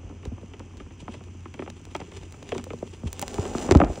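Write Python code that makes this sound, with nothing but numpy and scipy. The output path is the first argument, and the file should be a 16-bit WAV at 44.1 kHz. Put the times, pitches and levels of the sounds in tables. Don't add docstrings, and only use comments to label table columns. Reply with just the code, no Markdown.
import sys
import numpy as np
from scipy import signal
from scipy.fft import rfft, irfft
from scipy.io import wavfile
from scipy.ndimage import uniform_filter1d

SR = 44100
rng = np.random.default_rng(int(sys.argv[2]) if len(sys.argv) > 2 else 0)


def unload_audio(sound):
    columns = np.transpose(np.atleast_2d(sound))
    steps = np.round(np.clip(columns, -1, 1) * 32767)
    wavfile.write(sys.argv[1], SR, steps.astype(np.int16))


N = 176400
SIZE, LEAD = 16384, 256
TIME, HZ = np.arange(SIZE) / SR, np.maximum(np.fft.rfftfreq(SIZE, 1 / SR), 1)

# freq_hz, gain_db
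SHEET_EQ = [(40, -20), (120, -2), (220, -0.5), (480, -4), (950, -7), (1500, -14), (2400, -8), (3200, -9),
            (4100, -24), (7000, -17.5), (11000, -39), (16000, -38)]


def from_db(db):
    return 10 ** (np.asarray(db) / 20)


def rms_one(x):
    return x / np.sqrt(np.mean(x ** 2) + 1e-20)


def gain_at(eq, hz):
    freq_hz, gain_db = np.transpose(eq)
    return from_db(np.interp(np.log(np.maximum(hz, 1)), np.log(freq_hz), gain_db))


def coloured(x, eq):
    return irfft(rfft(x) * gain_at(eq, np.fft.rfftfreq(N, 1 / SR)), N)


def causal(eq):
    cepstrum = irfft(np.log(gain_at(eq, HZ)))
    cepstrum[1:SIZE // 2] *= 2
    cepstrum[SIZE // 2 + 1:] = 0
    return np.exp(rfft(cepstrum))


def resonance(hz, width_hz):
    return 1 / (1 + 1j * (HZ ** 2 - hz ** 2) / (HZ * width_hz))


def soft_contact(corner_hz):
    return 1 / (1 + 1j * np.sqrt(2) * HZ / corner_hz - (HZ / corner_hz) ** 2)


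def bending(travel_ms):
    return np.exp(-4j * np.pi * travel_ms * np.sqrt(HZ / 1000))


def grains(per_s, spread_db):
    slips = (rng.random(N) < per_s / SR) * rng.choice([-1, 1], N)
    return slips * from_db(spread_db * np.minimum(rng.exponential(1, N), 3))


def add(out, start_s, spectrum):
    start = int(start_s * SR) - LEAD
    wave = np.roll(irfft(spectrum), LEAD)[max(-start, 0):max(N - start, 0)]
    out[max(start, 0):max(start, 0) + len(wave)] += wave


def room(hum_hz=88.5, waver_depth=0.24):
    # freq_hz, gain_db
    room_eq = [(15, -60.5), (28, 0.5), (72, 3), (102, 1.5), (175, -4.5), (373, -10), (451, -18), (624, -38),
               (887, -21.5), (1840, -30), (2550, -23.5), (3160, -26), (3920, -46.5), (6400, -28.5),
               (8000, -67), (10400, -84), (16000, -84)]
    waver = rms_one(coloured(rng.standard_normal(N), [(4, 22), (30, -63), (200, -120)]))
    hum = np.sqrt(2) * np.sin(2 * np.pi * hum_hz * np.arange(N) / SR) * (1 + waver_depth * waver)
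    room_tone = rms_one(coloured(rng.standard_normal(N), room_eq))
    return from_db(-46.5) * room_tone + from_db(-46) * hum


def rubbing():
    # time_s, rub_db, hiss_db
    faders = [(0, -54, -70), (1.7, -64.5, -66.5), (2.2, -58.5, -61.5), (2.56, -50, -62), (2.78, -70, -61),
              (3.03, -52.5, -61.5), (3.18, -46.5, -55.5), (3.3, -40.5, -51), (3.42, -31, -46),
              (3.52, -35.5, -48), (3.631, -30, -43), (3.72, -30.5, -50.5), (3.86, -29.5, -59.5),
              (3.93, -39, -50.5), (4, -44, -53.5)]
    # freq_hz, gain_db
    rub_eq = [(40, 13), (100, -10), (235, 9.5), (300, 4.5), (380, 9), (600, 0.5), (810, 1.5), (1000, -6),
              (1400, -11.5), (3000, -25), (8000, -70)]
    # freq_hz, gain_db
    hiss_eq = [(500, -28), (1500, -6.5), (2800, 5.5), (4200, -2.5), (7000, 4.5), (9000, -4.5), (11000, -39),
               (13000, -26.5), (14500, -14.5), (15700, -20), (16500, -46)]
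    time_s, rub_db, hiss_db = np.transpose(faders)
    out = np.zeros(N)
    for level_db, eq in ((rub_db, rub_eq), (hiss_db, hiss_eq)):
        friction = rng.standard_normal(N) + from_db(2) * rms_one(grains(per_s=480, spread_db=2))
        swell = from_db(np.interp(np.arange(N) / SR, time_s, level_db))
        out += swell * rms_one(coloured(friction, eq))
    return out


def thumps():
    # start_s, gain_db, pitch_hz
    bumps = [(.04, 20, 52), (0.269, 29.5, 69), (0.325, 22.5, 101), (3.036, 23.5, 128), (3.053, 33, 79),
             (3.385, 31, 95), (3.713, 39.5, 90), (3.7526, 51, 74.4), (3.827, 35, 53), (3.89, 31, 54.6)]
    out, path = np.zeros(N), soft_contact(corner_hz=282) * bending(travel_ms=2.58)
    for start_s, gain_db, pitch_hz in bumps:
        add(out, start_s, from_db(gain_db) * resonance(pitch_hz, width_hz=22) * path)
    return out


def tub_modes():
    # pitch_hz, gain_db, t60_s
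    modes = [(186, -7, 0.09), (237, 8.5, 0.18), (290, 8, 0.12), (369.5, 7, 0.054), (467, -11, 0.11),
             (551, 4.5, 0.07), (690, -15.5, 0.13), (737, -7.5, 0.074), (920, -7, 0.05), (1010, -2, 0.023),
             (1216, 3, 0.075), (1273, 8.5, 0.015)]
    return np.array([from_db(db) * resonance(hz, np.log(1000) / (np.pi * t60)) for hz, db, t60 in modes])


def skid(gain_db=-1.5, spread_s=0.0034):
    slips = rng.standard_normal(SIZE) * np.exp(-.5 * ((TIME - LEAD / SR) / spread_s) ** 2)
    return from_db(gain_db) * rfft(np.roll(slips, -LEAD // 2) / np.linalg.norm(slips))


def scuff(gain_db=-9.5, decay_s=0.021, slips_per_s=500):
    slips = (rng.random(SIZE) < slips_per_s / SR) * rng.standard_normal(SIZE) * np.exp(-TIME / decay_s)
    return from_db(gain_db) * rfft(slips / (np.linalg.norm(slips) + 1e-9))


def rim_echoes(gain_db, t60_s):
    tail = rng.standard_normal(SIZE) * from_db(-60 * TIME / t60_s) * (1 - np.exp(-20 * TIME / t60_s))
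    return from_db(gain_db) * rfft(tail / np.linalg.norm(tail))


def footfalls(per_s=30):
    return [(when * N / SR, -13.5 + 4 * weight, 335 * 4 ** hardness, 230 * (1 + spot), 3 + 5 * distance)
            for when, weight, hardness, spot, distance in rng.random((int(per_s * N / SR), 5))]


def taps(spot_q=5.9, skid_corner_hz=1330):
    # start_s, gain_db, contact_corner_hz, spot_pitch_hz, travel_ms
    hits = [(0.092, -3, 1180, 268, 7.7), (0.226, -7, 2500, 366, 6.9), (0.2541, 2.5, 990, 403, 2.9),
            (0.312, 11, 340, 238, 5), (0.378, -9.5, 1370.0, 1110, 4.6), (0.4229, 6.0, 420, 232, 7.5),
            (0.5341, -6, 4000.0, 373, 4.1), (0.5974, -0.5, 1690, 213, 4.6), (0.797, -7.5, 4000.0, 320, 7.4),
            (0.9037, -7, 2150, 334, 6), (1.0197, 3.5, 397, 360, 4.5), (1.0790, 2, 1720, 930, 2.7),
            (1.083, 7, 417, 230, 4), (1.139, -4.5, 3420, 526, 4.9), (1.2019, -5, 1620, 229, 7.9),
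            (1.4539, 0.5, 1790, 325, 3.9), (1.54, -2, 2920, 227, 3.7), (1.5908, 5.5, 1900, 334, 4),
            (1.621, 6.5, 1490, 395, 2.07), (1.659, -3.5, 2150, 320.0, 4.9), (1.6754, 0.5, 2300, 895, 2.73),
            (1.9506, 7, 3900, 904, 2.17), (1.998, -0.5, 2160.0, 383, 3.9), (2.011, 3.5, 1850, 314, 4.6),
            (2.117, -6, 3430.0, 368, 4.6), (2.2244, -1.5, 1000.0, 304, 5.9), (2.3374, -5, 1860.0, 386, 6.3),
            (2.42, 3.5, 546, 1110, 5.5), (2.519, 9, 3400, 690, 2.38), (2.5227, 14.5, 730, 465, 3.2),
            (2.548, 0.5, 1850, 382, 4.1), (2.556, 11.5, 534, 395, 4.0), (2.5791, 1.5, 2940.0, 217, 3.6),
            (2.593, 0.5, 1360, 225, 4.0), (2.663, 3, 880, 510, 4.1), (2.703, 3, 2580, 455, 3.1),
            (2.729, 9.5, 716, 480, 5.7), (2.822, 12, 804, 475, 4.9), (3.0311, 10, 510, 224, 3.83),
            (3.2256, 10, 2150, 830, 1.29), (3.378, 17, 910, 376, 5.7), (3.4503, 7.5, 1850, 338, 4.6),
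            (3.5469, 16, 825, 224, 4.14), (3.688, 21.5, 740.0, 370, 2.08), (3.7101, 22, 1540, 348, 1.6),
            (3.7206, 21, 920, 397, 1.72), (3.7482, 23, 1000, 378, 1.84), (3.7531, 32, 536, 265, 2.9),
            (3.7994, 25.5, 1170, 690, 3.4), (3.811, 22, 950, 720, 3.28), (3.8221, 25, 400, 310, 3.48),
            (3.8355, 18.5, 1170, 670, 3.0), (3.8465, 5, 1100, 796, 3.0), (3.8953, 12.5, 570, 620, 4.8),
            (3.973, 5, 770, 550, 3.2)]
    out, sheet, modes = np.zeros(N), causal(SHEET_EQ), tub_modes()
    for start_s, gain_db, corner_hz, spot_hz, travel_ms in hits + footfalls():
        ring = 0.75 * rng.standard_normal(len(modes)) @ modes
        direct = 1 + 2.7 * resonance(spot_hz, spot_hz / spot_q)
        impact = soft_contact(corner_hz) / (1 + 1j * HZ / (3.6 * corner_hz))
        slide = (skid() + scuff()) / (1 + (skid_corner_hz / corner_hz) ** 2)
        body = direct + ring + rim_echoes(gain_db=-7.5, t60_s=0.03)
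        add(out, start_s, from_db(gain_db) * impact * (1 + slide) * sheet * bending(travel_ms) * body)
    return out


def leg_drags():
    # centre_s, half_length_s, level_db
    drags = [(0.26, 0.03, -54.5), (0.665, 0.023, -69), (0.806, 0.034, -55), (1.01, 0.022, -45.5),
             (1.131, 0.064, -49.5), (1.547, 0.018, -57), (1.614, 0.049, -50.5), (1.773, 0.016, -49),
             (1.917, 0.013, -47.5), (2.038, 0.11, -53), (2.165, 0.032, -45.5), (2.231, 0.044, -51.5),
             (2.496, 0.057, -47.5), (2.574, 0.064, -46), (2.874, 0.014, -46.5), (2.94, 0.015, -43),
             (3.076, 0.016, -40), (3.177, .03, -46), (3.214, 0.0095, -45), (3.282, 0.0065, -58)]
    # freq_hz, gain_db
    drag_eq = [(100, -9), (230, 8.5), (400, 23), (600, -2), (900, 7), (1500, -3), (2400, 4), (3200, 6),
               (4100, -5), (7000, -5), (9000, -10.5), (11500, -45), (15000, -38), (17000, -26)]
    t = np.arange(N) / SR
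    swell = sum(from_db(level_db) * np.exp(-2 * ((t - centre_s) / half_length_s) ** 2)
                for centre_s, half_length_s, level_db in drags)
    return swell * rms_one(coloured(grains(per_s=1800, spread_db=4), drag_eq))


def ticks():
    # start_s, gain_db, treble_snap_db
    clicks = [(0.595, -29.5, 2), (0.771, -32, 1), (1.14, -30, 0), (1.5403, -29.5, 3), (1.8529, -27.5, 2),
              (1.9492, -20.5, -1), (1.964, -24.5, 6), (2.003, -25.5, -8), (2.171, -25.5, 0),
              (2.324, -28.5, 9), (2.5803, -19, 3), (2.6412, -23, 12), (2.7335, -29, -2), (3.1296, -20, 20),
              (3.1945, -16, 15), (3.216, -20.5, 25), (3.221, -26, 21), (3.2257, -14, 10), (3.2802, -15, 6),
              (3.343, -19.5, 7), (3.5831, -15, -3), (3.711, -2.5, -3), (3.715, -19, 1), (3.719, -12.5, -1),
              (3.7217, -7, -3), (3.751, -11, -10), (3.7718, -12.5, -3.5), (3.8015, -20, -7),
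              (3.846, -20.5, -7), (3.9571, -23.5, -10)]
    # freq_hz, gain_db
    click_eq = [(200, 10), (1000, 5), (3000, 1), (7000, -0.5), (9000, -10.5), (11500, -40.5),
                (15500, -18.5), (17000, -30)]
    out, colour = np.zeros(N), causal(click_eq) * bending(travel_ms=0.757)
    for start_s, gain_db, snap_db in clicks:
        snap = causal([(5000, 0), (13000, snap_db)])
        add(out, start_s, from_db(gain_db) * colour * snap * (2 + rim_echoes(gain_db=-2, t60_s=0.013)))
    scratch = irfft(colour * rim_echoes(gain_db=-43, t60_s=0.014))
    return out + signal.fftconvolve(grains(per_s=13, spread_db=9), scratch)[:N]


def wall_knock(hand_t60_s=0.14):
    # start_s, gain_db
    knocks = [(3.8135, 29)]
    ring = rfft(irfft(tub_modes().sum(axis=0)) * from_db(-60 * TIME / hand_t60_s))
    path = causal(SHEET_EQ) * soft_contact(corner_hz=1600) * bending(travel_ms=4.2)
    out = np.zeros(N)
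    for start_s, gain_db in knocks:
        add(out, start_s, from_db(gain_db) * path * ring)
    return out


def scene():
    # freq_hz, side_db
    width_eq = [(60, -38), (250, -23.5), (700, -14), (2400, -37.5), (4400, -24), (7000, -2), (9000, 4.5),
                (15000, 9.5)]
    mid = room() + rubbing() + leg_drags() + ticks() + thumps() + wall_knock() + taps()
    mid = coloured(mid, [(20, -20), (40, -5), (42, 0)])
    side = coloured(signal.hilbert(mid).imag, width_eq)
    return np.array([mid + side, mid - side])


def record(dry, threshold_db=-0.5, release_db_per_s=33, ceiling=0.92, stopband_hz=17000):
    over_db = np.maximum(20 * np.log10(np.abs(dry).max(axis=0) + 1e-9) - threshold_db, 0)
    release_db = release_db_per_s * np.arange(N) / SR
    duck_db = uniform_filter1d(np.maximum.accumulate(over_db + release_db) - release_db, size=128)
    limited = dry * from_db(-duck_db)
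    rounded = limited / (1 + (limited / ceiling) ** 8) ** (1 / 8)
    return signal.sosfiltfilt(signal.cheby2(12, 40, stopband_hz, fs=SR, output="sos"), rounded)


dry = scene()
out = record(dry)
unload_audio(out)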